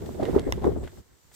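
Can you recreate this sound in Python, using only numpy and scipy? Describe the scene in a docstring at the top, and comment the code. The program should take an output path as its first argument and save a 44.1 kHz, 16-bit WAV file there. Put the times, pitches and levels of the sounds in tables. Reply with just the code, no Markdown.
"""Someone walks along a sandy track in open country, carrying a microphone in the wind.
From the start gusts rumble and flutter in its two ports, over a thin hiss and faint insects.
Soles scuff the sand and crack grit while eddies strike as puffs, the hardest at 0.36 s.
One sharp click sounds close by at 0.52 s, and a second run of puffs follows. After 0.9 s the wind
drops away, and at 1.3 s a sole slides over loose sand as the next step begins."""
import sys
import numpy as np
from scipy import signal
from scipy.fft import rfft, irfft
from scipy.io import wavfile

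SR = 44100
rng = np.random.default_rng(int(sys.argv[2]) if len(sys.argv) > 2 else 0)


def inscribe(sig):
    """Save sig as 16-bit PCM at rate SR to the path in sys.argv[1].

    A 1-D sig is mono; a 2-D sig holds one channel per row.
    Samples are clipped to [-1, 1] before scaling.
    """
    pcm = np.round(np.clip(np.atleast_2d(sig).T, -1, 1) * 32767)
    wavfile.write(sys.argv[1], SR, pcm.astype(np.int16))


N = 59535
TIME = np.arange(N) / SR
GRIT_LIKENESS, SAND_LIKENESS = 0.79, 0.67  # left-right correlation
# spectrum of a brittle crack (frequency [Hz], relative level [dB])
CRACK_SPECTRUM = [(200, -16), (700, 4.5), (1300, 1), (2000, 3.5), (2500, -3), (3500, 3), (4700, -4.5),
                  (6000, -6), (10000, -2.5), (15000, -26)]


def wind():
    """Turbulent pressure at the ports: a low rumble, and a hollow flutter that brightens in gusts."""
    # envelopes of flutter and rumble (time [s], relative level [dB])
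    gusts = [(0, -49), (.022, -34.5), (.06, -41), (.095, -35), (.135, -42), (.185, -36), (.232, -28.5),
             (.265, -36), (.302, -28), (.318, -34.5), (.364, -23), (.39, -30.5), (.445, -40), (.485, -30),
             (.51, -39), (.565, -42), (.582, -35.5), (.61, -42), (.64, -26), (.68, -27), (.715, -35),
             (.745, -37), (.768, -33.5), (.795, -39.5), (.86, -40.5), (.9, -61.5), (.935, -51.5),
             (.96, -51), (.995, -54), (1.05, -71), (1.13, -64), (1.2, -75.5), (1.35, -72.5)]
    swells = [(0, -41.5), (.2, -43), (.232, -35), (.27, -42.5), (.36, -28), (.435, -40.5), (.485, -33),
              (.56, -32), (.6, -38.5), (.65, -32), (.725, -32), (.81, -37), (.845, -34.5), (.885, -50.5),
              (.97, -53.5), (1.0, -42), (1.03, -69), (1.09, -66), (1.13, -59), (1.2, -77.5), (1.25, -62.5),
              (1.35, -65)]
    # their spectra (frequency [Hz], relative level [dB])
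    flutter_spectrum = [(30, -31), (120, -13.5), (220, -5.5), (310, -5), (380, -1.5), (520, -10),
                        (750, -14.5), (1100, -23), (1600, -33), (3000, -56.5), (8000, -58.5)]
    rumble_spectrum = [(10, -23), (30, -10.5), (48, -5), (70, 4), (110, -5.5), (170, -11.5), (300, -25.5),
                       (1000, -65)]
    lump_db, bright_from_db, bright_per_db = 3.5, -27.5, 0.0868
    gust_db = curve(gusts)
    flutter = turbulence(flutter_spectrum, steady_hz=30)
    flutter *= amp(lump_db * unit(lowpass(noise(), hz=73)))
    low = lowpass(flutter, hz=594)
    treble_gain = np.exp(bright_per_db * np.maximum(gust_db - bright_from_db, -10))
    flutter = low + (flutter - low) * treble_gain
    rumble = turbulence(rumble_spectrum, steady_hz=23)
    return flutter * amp(gust_db + 1.5) + rumble * amp(curve(swells) + 2.5)


def turbulence(spectrum, steady_hz):
    """Random pressure fluctuation: coloured noise, its slow level evened out by its running power."""
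    pressure = colour(noise(), spectrum)
    power = abs(lowpass(pressure ** 2, steady_hz))
    return pressure / np.sqrt(power + 0.12 * np.mean(pressure ** 2))


def puffs():
    """A convected eddy swings the pressure for a cycle or two, at one port and then the other."""
    # (time [s], left peak [dB], right peak [dB], frequency [Hz], half length [s], right delay [s])
    eddies = [(.092, -28, -25, 566, 0.00076, .001), (0.201, -18, -24, 634, 0.0023, -0.0022),
              (0.2289, -15.5, -13.5, 410, .002, -.0007), (0.2395, -18, -16, 485, 0.0012, .007),
              (0.282, -26, -17.5, 384, 0.00092, -0.0064), (0.3005, -24.5, -16, 305, .002, -0.0028),
              (0.346, -20, -23, 490, 0.0027, -0.0025), (0.364, -5, -4.5, 360, .002, .0022),
              (0.3705, -13, -13.5, 390, 0.0018, .002), (0.47, -14, -21, 362, 0.0034, -0.0012),
              (0.4813, -18, -25, 353, 0.0014, 0.01), (0.4901, -19.5, -14.5, 430, 0.0013, .002),
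              (0.581, -29, -37, 328, 0.0022, .001), (0.6437, -19.5, -17, 926, 0.00079, .0012),
              (0.668, -13, -10.5, 452, 0.0029, 0.004), (0.68, -8.5, -12.5, 297, 0.0026, .0003),
              (0.692, -14, -27.5, 411, .004, .002), (0.765, -20, -22.5, 350, 0.0017, .002)]
    phases = rng.random((len(eddies), 2, 1))  # in cycles
    out = np.zeros((2, N))
    for (centre, left_db, right_db, hz, half, delay), phase in zip(eddies, phases):
        age = TIME - centre - np.array([[0], [delay]])
        envelope = np.exp(1 - np.sqrt(1 + 3 * (age / half) ** 2))
        out += amp([[left_db], [right_db]]) * envelope * np.cos(2 * np.pi * (hz * age + phase))
    return out


def click():
    """A hard impact: a snap and damped modes, reaching the right port first."""
    # (frequency [Hz], peak level [dB], time to fall 60 dB [s])
    modes = [(590, -32, 0.021), (1050, -18.5, 0.013), (2000, -17.5, 0.014), (2880, -25.5, 0.0053),
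             (3570, -17.5, 0.0043), (5600, -18.5, 0.0037), (7530, -24, 0.0043), (11130, -26.5, 0.004),
             (14400, -23, 0.002)]
    onset_s, left_delay_s, snap_decay_s = .5236, 0.000302, .0006
    age = np.maximum(TIME - onset_s - np.array([[left_delay_s], [0]]), 0)
    burst = noise(GRIT_LIKENESS) * (age > 0) * np.exp(-age / snap_decay_s)
    snap = colour(lowpass(burst, hz=9300), CRACK_SPECTRUM) * amp(-24)
    return snap + sum(amp(db - 60 * age / t60) * np.sin(2 * np.pi * hz * age) for hz, db, t60 in modes)


def grit():
    """Brittle fracture: small stones give way under a sole in decaying bursts, crisp or dull."""
    # (time [s], relative level [dB], decay time [s], left minus right [dB], treble cutoff [Hz])
    fractures = [(0.0607, -49.5, 0.0039, 10, 14100), (0.231, -44, 0.0088, 3, 9200),
                 (0.254, -27, 0.0007, -4, 4400), (.387, -39.5, 0.005, -21, 3500),
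                 (0.395, -32, 0.0019, 1.5, 11950), (.532, -45.5, 0.0054, -25, 3460),
                 (0.6428, -33.5, .0012, -8, 6500), (0.657, -45, 0.0017, 7.5, 9050),
                 (.839, -44, 0.0018, 4, 3820), (0.874, -39.5, 0.0065, 1, 3230),
                 (0.973, -49.5, 0.0045, 1, 2500), (1.184, -58.5, .002, 5, 6000),
                 (1.315, -52, .008, 3, 2960)]
    out = np.zeros((2, N))
    for onset, db, decay, pan_db, cutoff_hz in fractures:
        gains = amp([[db + pan_db / 2], [db - pan_db / 2]])
        envelope = (TIME >= onset) * np.exp(-abs(TIME - onset) / decay)
        out += lowpass(noise(GRIT_LIKENESS) * gains * envelope, cutoff_hz)
    return colour(out, CRACK_SPECTRUM)


def scuffs():
    """Granular friction: sand grains of many sizes tick under the soles, over a smooth rubbing noise."""
    # envelope of the scuffing (time [s], level [dB])
    scuff_levels = [(0, -62), (.19, -58.5), (.24, -49), (.32, -52.5), (.385, -54.5), (.42, -57), (.47, -58),
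                    (.57, -56), (.63, -57), (.66, -58), (.74, -60.5), (.82, -67), (.84, -52), (.87, -58.5),
                    (.895, -63), (.98, -76), (1.025, -74), (1.13, -76), (1.21, -75.5), (1.3, -76),
                    (1.35, -65)]
    # (frequency [Hz], relative level [dB])
    sand_spectrum = [(200, -15), (700, -8), (1400, 0.5), (2000, 1), (2500, -4.5), (3600, -3.5), (4700, -10),
                     (6000, -14), (9000, -14.5), (15000, -27.5)]
    grains_per_s, spread_db = 1200, 5
    grains = noise() * (rng.random((2, N)) < grains_per_s / SR)
    grains *= amp(spread_db * np.minimum(rng.exponential(1, (2, N)), 4))
    friction = unit(unit(grains) + 0.72 * noise(SAND_LIKENESS))
    return colour(friction, sand_spectrum) * amp(curve(scuff_levels))


def slide():
    """Sliding friction: fine sand hisses under a sole as the next step begins."""
    # rise of the hiss (time [s], level [dB])
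    slide_levels = [(1.3, -85), (1.325, -66), (1.347, -50.5)]
    # (frequency [Hz], relative level [dB])
    slide_spectrum = [(800, -17), (3000, -5.5), (5500, -1), (8000, 3), (10500, -10.5), (15000, -3.5)]
    return colour(noise(SAND_LIKENESS), slide_spectrum) * amp(curve(slide_levels))


def rubs():
    """Dry swishes like brushing cloth: modulation shifts low noise to a band around a carrier."""
    # (centre time [s], half length [s], level [dB], centre frequency [Hz])
    swishes = [(0.27, 0.038, -53, 1960), (.46, 0.039, -54, 1894), (1.119, 0.032, -69.5, 1667)]
    out = np.zeros((2, N))
    for centre, half, db, hz in swishes:
        band = unit(lowpass(noise(likeness=0.62), hz=310) * np.sin(2 * np.pi * hz * TIME))
        out += amp(db) * np.exp(-((TIME - centre) / half) ** 2) * band
    return out


def hiss():
    """Broadband noise, uncorrelated between the ports, wavers thinly behind the steps."""
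    # (time [s], relative level [dB])
    hiss_levels = [(0, -62), (.07, -58), (.18, -61.5), (.24, -60.5), (.35, -58.5), (.43, -67), (.52, -60),
                   (.6, -66), (.66, -61), (.76, -67.5), (.9, -64), (.99, -61.5), (1.025, -70), (1.2, -69.5),
                   (1.35, -66)]
    # (frequency [Hz], relative level [dB])
    hiss_spectrum = [(100, -2), (1000, 5.5), (2500, -3), (3800, -0.5), (4800, -0.5), (6200, 0), (7800, 2.5),
                     (9000, -3.5), (10500, -13.5), (12500, -2), (15000, -3), (16000, -16)]
    return colour(noise(), hiss_spectrum) * amp(curve(hiss_levels) + 4)


def insects():
    """Stridulation in the grass: each chirp is a fast run of wing strokes that sag in pitch."""
    # (start time [s], length [s], frequency [Hz], level [dB])
    chirps = [(.09, 0.11, 7850, -63), (.395, 0.098, 7820, -62), (.76, 0.094, 8000, -61),
              (1.095, 0.11, 7980, -70.5), (.775, 0.12, 7120, -62), (1.185, 0.12, 7050, -69)]
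    strokes_per_s, sag_hz, rasp_rad = 92, 250, 0.97
    out = np.zeros((2, N))
    for start, length, hz, db in chirps:
        stroke = ((TIME - start) * strokes_per_s) % 1
        swell = np.sqrt(np.maximum(1 - (2 * (TIME - start) / length - 1) ** 2, 0))
        phase = 2 * np.pi * np.cumsum(hz + sag_hz * (.5 - stroke)) / SR
        rasp = rasp_rad * unit(lowpass(noise(), hz=170)) + 2 * np.pi * rng.random((2, 1))
        out += amp(db) * swell * np.sin(np.pi * stroke) ** 2 * unit(np.sin(phase + rasp))
    return out


def amp(db):
    """Amplitude ratio of a level in decibels."""
    return 10 ** (np.asarray(db) / 20)


def unit(x):
    """Normalisation to rms 1."""
    return x / np.sqrt(np.mean(x ** 2) + 1e-20)


def curve(points):
    """Linear interpolation of (time [s], value) points."""
    return np.interp(TIME, *np.transpose(points))


def colour(x, spectrum):
    """Minimum-phase filter of unit power gain, shaped by (frequency [Hz], level [dB]) points."""
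    hz, db = np.transpose(spectrum)
    size = 8192
    log_hz = np.log(abs(np.fft.fftfreq(size, 1 / SR)) + 1)
    log_gain = np.log(amp(np.interp(log_hz, np.log(hz), db)))
    response = np.exp(np.conj(signal.hilbert(log_gain)))
    taps = np.fft.ifft(response).real[:size // 2]
    return signal.fftconvolve(x, taps[None] / np.linalg.norm(taps), axes=1)[:, :N]


def noise(likeness=0):
    """White noise in two channels whose correlation is the likeness."""
    left, independent = rng.standard_normal((2, N))
    return np.array([left, likeness * left + np.sqrt(1 - likeness ** 2) * independent])


def lowpass(x, hz):
    """Zero-phase low-pass, at half amplitude at the cutoff."""
    return irfft(rfft(x) / (1 + (np.fft.rfftfreq(N, 1 / SR) / hz) ** 4), N)


def scene():
    """Superposition of wind, click, walking and background at the two ports."""
    # the side that wind and scuffs favour (time [s], left minus right [dB])
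    balance = [(0, -1), (.25, -2), (.42, -1.5), (.6, 0), (.75, -1), (.95, 0), (1.35, -5.5)]
    lean = amp(curve(balance) * np.array([[.5], [-.5]]))
    leaning = (wind() + scuffs()) * lean
    return leaning + puffs() + grit() + click() + slide() + rubs() + hiss() + insects()


def record(dry):
    """Band limiting: a steep linear-phase low-pass removes the highest treble."""
    cutoff_hz = 16100
    taps = signal.firwin(511, cutoff_hz, window=("kaiser", 9), fs=SR)
    return signal.oaconvolve(dry, taps[None], "same")


dry = scene()
out = record(dry)
inscribe(out)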